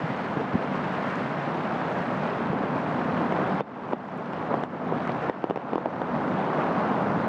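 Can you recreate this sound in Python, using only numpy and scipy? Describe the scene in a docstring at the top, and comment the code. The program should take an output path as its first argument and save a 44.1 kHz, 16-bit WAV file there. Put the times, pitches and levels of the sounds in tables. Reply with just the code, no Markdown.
"""Steady rain in a wooded garden, heard through a muffled microphone from under an umbrella.
From the start drops drum on the ringing cloth, shaped noise and far plops make a wash, and short grains
and spray patter on leaves; soft bumps and bright splashes stand out, and the shower slowly builds.
Midway, fat drips knock right by the microphone, thickest between five and six seconds, each a push and
rebound through a resonant case; a limiter ducks the rain under them and slowly lets it back."""
import sys
import numpy as np
from scipy import signal
from scipy.fft import rfft
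from scipy.io import wavfile
from scipy.ndimage import uniform_filter1d, minimum_filter1d

SR = 44100
rng = np.random.default_rng(int(sys.argv[2]) if len(sys.argv) > 2 else 0)


def unload_wav(signal):
    """Save mono or channel-first audio to the path in sys.argv[1] as 16-bit WAV at rate SR, clipped to [-1, 1]."""
    wavfile.write(
        sys.argv[1],
        SR,
        np.round(np.clip(np.atleast_2d(signal).T, -1, 1) * 32767).astype(np.int16),
    )


N = 321048
TIME = np.arange(N) / SR
LOW_HZ, HIGH_HZ = 300, 1500  # crossovers: umbrella below, wash between, leaves above


def amp(db):
    """Decibels to gain."""
    return 10 ** (np.asarray(db) / 20)


def unit(x):
    """Scales to rms 1."""
    return x / np.sqrt(np.mean(x ** 2) + 1e-20)


def read(points, hz):
    """Joins (f/Hz, value) points by straight lines on a log-frequency axis."""
    f, value = np.transpose(points)
    return np.interp(np.log(hz + 1), np.log(f + 1), value)


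def level_curve(points):
    """Joins (t/s, level/dB) points by straight lines over the whole scene."""
    return np.interp(TIME, *np.transpose(points))


def add(mix, s, sound):
    """Mixes a sound in at time s."""
    part = mix[round(s * SR):][:len(sound)]
    part += sound[:len(part)]


def impacts(per_s, spread_db):
    """Random drop arrivals; a positive spread makes a few much larger, a negative one a few smaller."""
    size = amp(spread_db * np.minimum(rng.exponential(1, N), 4.5))
    landed = rng.random(N) < per_s / SR
    return size * rng.choice([-1, 1], N) * landed


# Spectral colour of the rain: [f/Hz, relative level per Hz/dB]
RAIN_COLOUR = [(25, -41), (45, -28.5), (80, -20), (120, -10), (165, -4.5), (240, -1.5), (340, -4),
               (430, -4.5), (700, -3), (1050, -6.5), (1600, -13), (2800, -25.5), (5000, -40.5), (9000, -57),
               (13000, -70.5)]


def rain_band(x, lo_hz, hi_hz, order=12):
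    """Gives x the colour of the rain between two soft edges, at rms 1."""
    hz = np.fft.rfftfreq(N, 1 / SR) + 1
    power_share = 1 / (1 + (lo_hz / hz) ** order) / (1 + (hz / hi_hz) ** order)
    spectrum = rfft(x) * amp(read(RAIN_COLOUR, hz)) * np.sqrt(power_share)
    return unit(np.fft.irfft(spectrum, N))


def patchy_noise(patch_db, flicker_db):
    """Noise whose level drifts in small time-frequency patches and flickers across all pitches at once."""
    real, imag, patches = rng.standard_normal((3, N // 128 + 6, 257))
    patches = uniform_filter1d(patches, size=16, axis=0)  # smooth in time
    patches = unit(uniform_filter1d(patches, size=9, axis=1))  # smooth in pitch
    flicker = unit(uniform_filter1d(rng.standard_normal(len(real)), size=10))[:, None]
    field = (real + 1j * imag) * amp(patch_db * patches + flicker_db * flicker)
    return unit(signal.istft(field.T, nperseg=512, noverlap=384)[1][:N])


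def grains(lo_hz, hi_hz, per_s, spread_db, cycles, count=20):
    """Drops of many sizes, each a few quickly dying cycles; roughly flat in spectrum overall."""
    out = np.zeros(N)
    for hz in np.geomspace(lo_hz, hi_hz, count):
        turns = np.arange(600) * hz / SR
        age = turns / cycles * np.pi
        grain = age ** 2 * np.exp(-age) * np.sin(2 * np.pi * turns)
        drops = signal.oaconvolve(impacts(per_s / count, spread_db), grain)[:N]
        out += np.sqrt(hz) * unit(drops)
    return unit(out)


def ping(hz, rise_s, order=3):
    """A few cycles under an envelope that swells to 1 over rise_s and dies away."""
    t = TIME[:SR // 16]
    return (t / rise_s * np.exp(1 - t / rise_s)) ** order * np.sin(2 * np.pi * hz * t)


# Strength of the shower, slowly building: [t/s, level/dB]
SHOWER = [(0, -4), (0.3, -3), (0.52, -3.5), (0.85, -1.8), (1.1, -1), (1.33, -3), (1.6, -1), (2.1, -1.2),
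          (2.6, -1.7), (3.25, 0.9), (3.68, 0), (3.85, -0.5), (4.17, -1), (4.27, -3.5), (4.4, -0.5),
          (4.7, -1.5), (5.03, 1), (5.17, -2.5), (5.33, 0.3), (5.62, -1.5), (5.95, 1.3), (6.1, 2), (6.65, 3),
          (7.28, 0.7)]


def shower():
    """Strength of the shower in dB, which every layer of rain follows by its own amount."""
    return level_curve(SHOWER)


def surges(depth_db=0.36):
    """Quick random rises and falls in dB, shared by the wash and the leaves."""
    return depth_db * unit(uniform_filter1d(rng.standard_normal(N), size=SR // 25))


def wash(spatter, strength_db, surge_db, level_db=-29, plop_db=-6, spatter_db=-5):
    """Countless far drops merge into a soft roar; nearer ones plop and slap on wet ground."""
    roar = patchy_noise(patch_db=0.9, flicker_db=0.6)
    slaps = rain_band(roar + amp(spatter_db) * spatter, LOW_HZ, HIGH_HZ)
    plops = grains(351, 1687, per_s=900, spread_db=2.0, cycles=2.16, count=10)
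    plops = rain_band(plops, LOW_HZ, HIGH_HZ)
    return amp(level_db + surge_db + strength_db) * unit(slaps + amp(plop_db) * plops)


def splats(per_s=170, spread_db=0.0, decay_s=0.002):
    """Drops burst on leaves, each into a very short spray of droplets, made as decaying noise."""
    decay = np.exp(-2 * TIME[:SR // 30] / decay_s)
    power = signal.oaconvolve(impacts(per_s, spread_db) ** 2, decay)[:N]
    return unit(np.sqrt(abs(power)) * rng.standard_normal(N))


# Ride on the leaf patter, on top of its share of the shower: [t/s, level/dB]
LEAF_RIDE = [(0.1, 4.5), (0.42, 1.1), (0.75, 3), (1.15, 4), (1.45, 2), (2.35, 2.5), (2.55, -0.3), (2.8, 1),
             (3.3, 0.5), (4.7, -1.7), (5.2, 0.5), (5.65, -3), (6.1, -1), (6.55, -0.6), (7.28, -1.5)]


def leaves(spatter, strength_db, surge_db, level_db=-41, follow=0.7,  # follow: dB per dB of shower
           tick_db=-2.5, spatter_db=-3, plink_db=-10.5, splat_db=-2.0, splat_top_hz=5000):
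    """Separate ticks, slaps and splats on near leaves and small plinks in puddles, over the hiss of the trees."""
    hiss = patchy_noise(patch_db=2.0, flicker_db=0.3)
    slaps = rain_band(hiss + amp(spatter_db) * spatter, HIGH_HZ, SR)
    bursts = rain_band(splats(), 1400, splat_top_hz, order=6)
    ticks = grains(1404, 13000, per_s=3200, spread_db=1.0, cycles=1.75)
    plinks = grains(1304, 6960, per_s=300, spread_db=1.5, cycles=8.5, count=40)
    drops = rain_band(amp(tick_db) * ticks + amp(plink_db) * plinks, HIGH_HZ, SR)
    gain = amp(level_db + surge_db + follow * strength_db + level_curve(LEAF_RIDE))
    return gain * unit(slaps + amp(splat_db) * bursts + drops)


# Modes of the taut cloth: [f/Hz, width/Hz, level/dB]
CLOTH_MODES = [(160.2, 24, 3.5), (192.3, 28, 2.8), (243, 33, 0)]
# Ride on the drumming, on top of its share of the shower: [t/s, level/dB]
DRUM_RIDE = [(0, 0), (0.55, 0), (0.95, -0.5), (2.2, 0), (2.8, 2), (3.3, 1.5), (4.35, 0), (4.95, 1.8),
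             (5.6, -3), (6.2, 3), (6.6, -1.1), (7.28, 2.5)]


def umbrella(strength_db, level_db=-31.5, follow=0.79,  # follow: dB per dB of shower
             per_s=450, panel_db=-3.5, slack_db=-3.0):
    """Fine rain drums the cloth: dull pushes from the drops, and a short ring of the panels."""
    t = TIME[:SR // 8]
    ring = np.zeros(len(t))
    for hz, width, db in CLOTH_MODES:
        decay = np.sqrt(width) * np.exp(-np.pi * width * t)  # equal energy at any width
        ring += amp(db) * decay * np.sin(2 * np.pi * hz * t)
    hits = impacts(per_s, spread_db=-0.5)
    panels = rain_band(signal.oaconvolve(hits, ring)[:N], 0.95, LOW_HZ)
    pushes = rain_band(impacts(1600, spread_db=3.5), 0.95, LOW_HZ)
    gain = amp(level_db + follow * strength_db + level_curve(DRUM_RIDE))
    return gain * unit(amp(panel_db) * panels + amp(slack_db) * pushes)


# Soft bumps on the umbrella: [t/s, envelope peak level/dB, f/Hz, swell/s]
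BUMPS = [(0.034, -23, 160, 0.0076), (0.365, -26.5, 148, 0.011), (0.392, -25, 443, 0.01),
         (0.538, -19, 150, .0052), (0.551, -12, 205, 0.0049), (2.497, -18, 180, .0052),
         (3.053, -18.5, 202, 0.0063), (6.773, -24.5, 196, 0.014)]


def bumps(out):
    """Single soft bumps on the cloth, each a swelling low ping."""
    for s, db, hz, rise_s in BUMPS:
        add(out, s, amp(db) * ping(hz, rise_s))


def flurry(length_s, hz, per_s=1500):
    """Many small drops land on the cloth together, swelling and thinning out."""
    patter = rain_band(impacts(per_s, spread_db=-1.0), hz / 2, hz * 2, order=6)
    swell = np.sqrt(np.hanning(round(length_s * SR)))
    return swell * patter[:len(swell)]


# Flurries of drops shaken onto the cloth: [t/s, length/s, level/dB, middle f/Hz]
FLURRIES = [(0.34, 0.12, -31, 260), (3.897, 0.054, -26, 790), (4.482, 0.089, -28.5, 750),
            (5.242, 0.056, -31.5, 1000)]


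def flurries(out):
    """Short swells of dense drops, each in a band around its own pitch."""
    for s, length_s, db, hz in FLURRIES:
        add(out, s, amp(db) * flurry(length_s, hz))


def splash(hz, cycles=0.83, spray_db=-20, spray_s=0.0018):
    """One bright tick and the fine spray that follows it; peak 1."""
    t = TIME[:SR // 50]
    droplets = amp(spray_db) * rng.standard_normal(len(t)) * np.exp(-t / spray_s)
    droplets[0] = 1
    sound = signal.fftconvolve(droplets, ping(hz, cycles / hz))
    return sound / abs(sound).max()


# Sharp splashes on the nearest leaves: [t/s, peak level/dB, f/Hz]
SPLASHES = [(0.754, -41, 4500), (1.103, -39, 4500), (1.157, -41, 5500), (2.79, -50, 8000),
            (3.913, -48, 8500), (3.922, -31, 2280), (4.071, -59, 10500), (4.083, -48, 5400),
            (4.177, -46, 7300), (4.259, -34, 3030), (4.526, -29, 2090), (5.075, -39, 5200),
            (5.076, -19, 1480), (5.119, -32, 3270), (7.024, -56, 9000)]


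def splashes(out):
    """Single drops break on the nearest leaves with a tick and spray."""
    for s, db, hz in SPLASHES:
        add(out, s, amp(db) * splash(hz))


# Colour of a drip's knock, before size and brightness: [f/Hz, level/dB]
KNOCK_COLOUR = [(50, -20.5), (110, -21.5), (200, 0.5), (360, -1), (800, -8), (1500, -20.5), (3000, -34),
                (4500, -49), (8500, -67), (14000, -97)]
# Resonances of the case that the drips strike: [f/Hz, width/Hz, lift/dB]
CASE_MODES = [(483, 43, 3.5), (750, 140, 3.5), (920, 130, 4), (1860, 410, 5), (2970, 350, 5),
              (3530, 420, 7.5), (5360, 650, 7.5), (7440, 1100, 4)]


def knock(size, bright_db, shell_db, shell_hz, spot_hz, rebound_s, tip_db, rebound=0.75,
          rattle_db=-31, rattle_s=0.012, spot_db=8, spot_q=9, shell_s=0.0017, count=4096):
    """A sharp push, its rebound and a brief scatter of spray, through a damped case; peak 1 before the shell."""
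    hz, t = abs(np.fft.fftfreq(count, 1 / SR)), TIME[:count]
    colour_db = read(KNOCK_COLOUR, hz * size)  # a larger size moves the colour down in pitch
    colour_db += bright_db * np.log2(np.clip(hz, 200, 4000))
    colour_db += tip_db * np.clip((hz - 4000) / 5000, 0, 1)  # a harder first contact lifts only the top treble
    modes = [*CASE_MODES, (spot_hz, spot_hz / spot_q, spot_db)]  # each spot adds a clack of its own
    for mode_hz, width, db in modes:
        colour_db += db / (1 + (2 * (hz - mode_hz) / width) ** 2)
    log_spectrum = np.conj(signal.hilbert(np.log(amp(colour_db))))  # minimum phase: the ring follows the push
    body = np.fft.ifft(np.exp(log_spectrum)).real
    blow = amp(rattle_db) * rng.standard_normal(count) * np.exp(-t / rattle_s) * (t > .0014)
    blow[0] += 1
    blow[round(rebound_s * SR)] -= rebound  # share of the first push; cuts a row of notches
    sound = signal.fftconvolve(blow, body)[:count]
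    # the hollow shell answers a moment later with a cycle or two
    shell = t / shell_s * np.exp(1 - t / shell_s) * np.sin(2 * np.pi * shell_hz * t)
    return sound / abs(sound[t < .0014]).max() - amp(shell_db) * shell


# Fat drips: [t/s, level/dB, size factor, brightness/dB per octave, hollow ring level/dB relative to the knock,
#             hollow ring f/Hz, struck spot f/Hz, rebound delay/s, snap of the tip/dB]
DRIPS = [(2.532, -15, 1, -2, -21, 450, 445, 0.0006, 0), (3.323, -13, 1.1, 1.5, -13, 350, 2200, 0.00057, 7),
         (3.6075, 6, 1.25, 1.5, -20, 367, 3600, 0.00055, 0),
         (3.9332, 2, 0.88, -2, -17, 300, 3600, 0.00057, -2),
         (4.334, -17, 0.73, -1.5, -18, 370, 2900, 0.00047, 2),
         (4.5413, -8.5, 0.83, -2.5, -10, 500, 1900, 0.00061, 4),
         (4.637, -6.5, 1.12, 3, -23, 310, 7400, 0.0004, 6.5),
         (4.9231, -11.5, 0.74, -3.5, -4, 398, 990, .0006, -3),
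         (5.0945, -12.5, 1.04, 2, -15, 423, 1920, .0006, -2),
         (5.2972, 3, 0.8, -2.4, -21, 740, 1890, 0.00065, 6),
         (5.4412, -3, 0.67, -2.5, -6.5, 340, 1690, 0.00055, 2),
         (5.4987, -10.5, 0.88, 1.5, -3, 298, 1600, .00054, 7),
         (5.5086, -2, 1.14, -1.5, -7, 354, 2930, .00042, 6),
         (5.5597, -6.5, 1.4, 2.5, -9, 695, 2580, 0.00064, 14),
         (5.5738, -9, 1.5, 3, -11, 400, 2820, 0.00061, 2),
         (5.7334, -7.5, 1.03, -0.5, -17.5, 340, 3260, 0.00061, 4),
         (5.7567, -4.5, 0.71, -2, -5.5, 326, 1045, 0.00052, 4),
         (5.7806, -7.5, .7, -4.5, -16, 420, 1300, 0.00041, 3),
         (5.8585, -1, .64, -6.5, -7.5, 510, 4100, 0.00053, 4),
         (6.0174, -8, 1.07, 0.8, -13, 466, 1500, 0.00038, 4)]


def drips(out):
    """Fat drips strike right by the microphone, each with its own size, spot and rebound."""
    for s, db, *shape in DRIPS:
        add(out, s, amp(db) * knock(*shape))


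def near_drops():
    """Single drops that stand out from the rain, from soft bumps up to the loud knocks."""
    out = np.zeros(N)
    bumps(out)
    flurries(out)
    splashes(out)
    drips(out)
    return out


def scene():
    """Three layers of rain follow the one shower, each by its own amount; the near drops land on top."""
    strength_db, surge_db = shower(), surges()
    spatter = unit(impacts(per_s=1100, spread_db=2.5))  # toneless slaps, heard from the middle up to the treble
    far = wash(spatter, strength_db, surge_db)
    near = leaves(spatter, strength_db, surge_db)
    return (far + near + umbrella(strength_db) + near_drops())[None]


def record(dry, ceiling_db=-11.5, sense_hz=850, recover_s=0.26, low_cut_hz=42, edge_hz=14400):
    """A limiter, keenest on sharp edges, clamps at once and recovers ever slower; then the band limits."""
    slope = abs(np.gradient(dry[0])) * SR / (2 * np.pi * sense_hz)
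    over_db = np.maximum(20 * np.log10(slope + 1e-9) - ceiling_db, 0)
    release = np.exp(-TIME / recover_s)
    duck_db = np.maximum.accumulate(over_db / release) * release
    held_db = minimum_filter1d(-duck_db, size=45)  # looks half a millisecond ahead
    gain_db = uniform_filter1d(held_db, size=31)
    fade_in = np.minimum(TIME / .002, 1)
    limited = dry * amp(gain_db) * fade_in
    low_cut = signal.butter(2, low_cut_hz, "highpass", fs=SR, output="sos")
    low_pass = signal.firwin(255, edge_hz, window=("kaiser", 8), fs=SR)
    return signal.oaconvolve(signal.sosfilt(low_cut, limited), low_pass[None], "same")


dry = scene()
out = record(dry)
unload_wav(out)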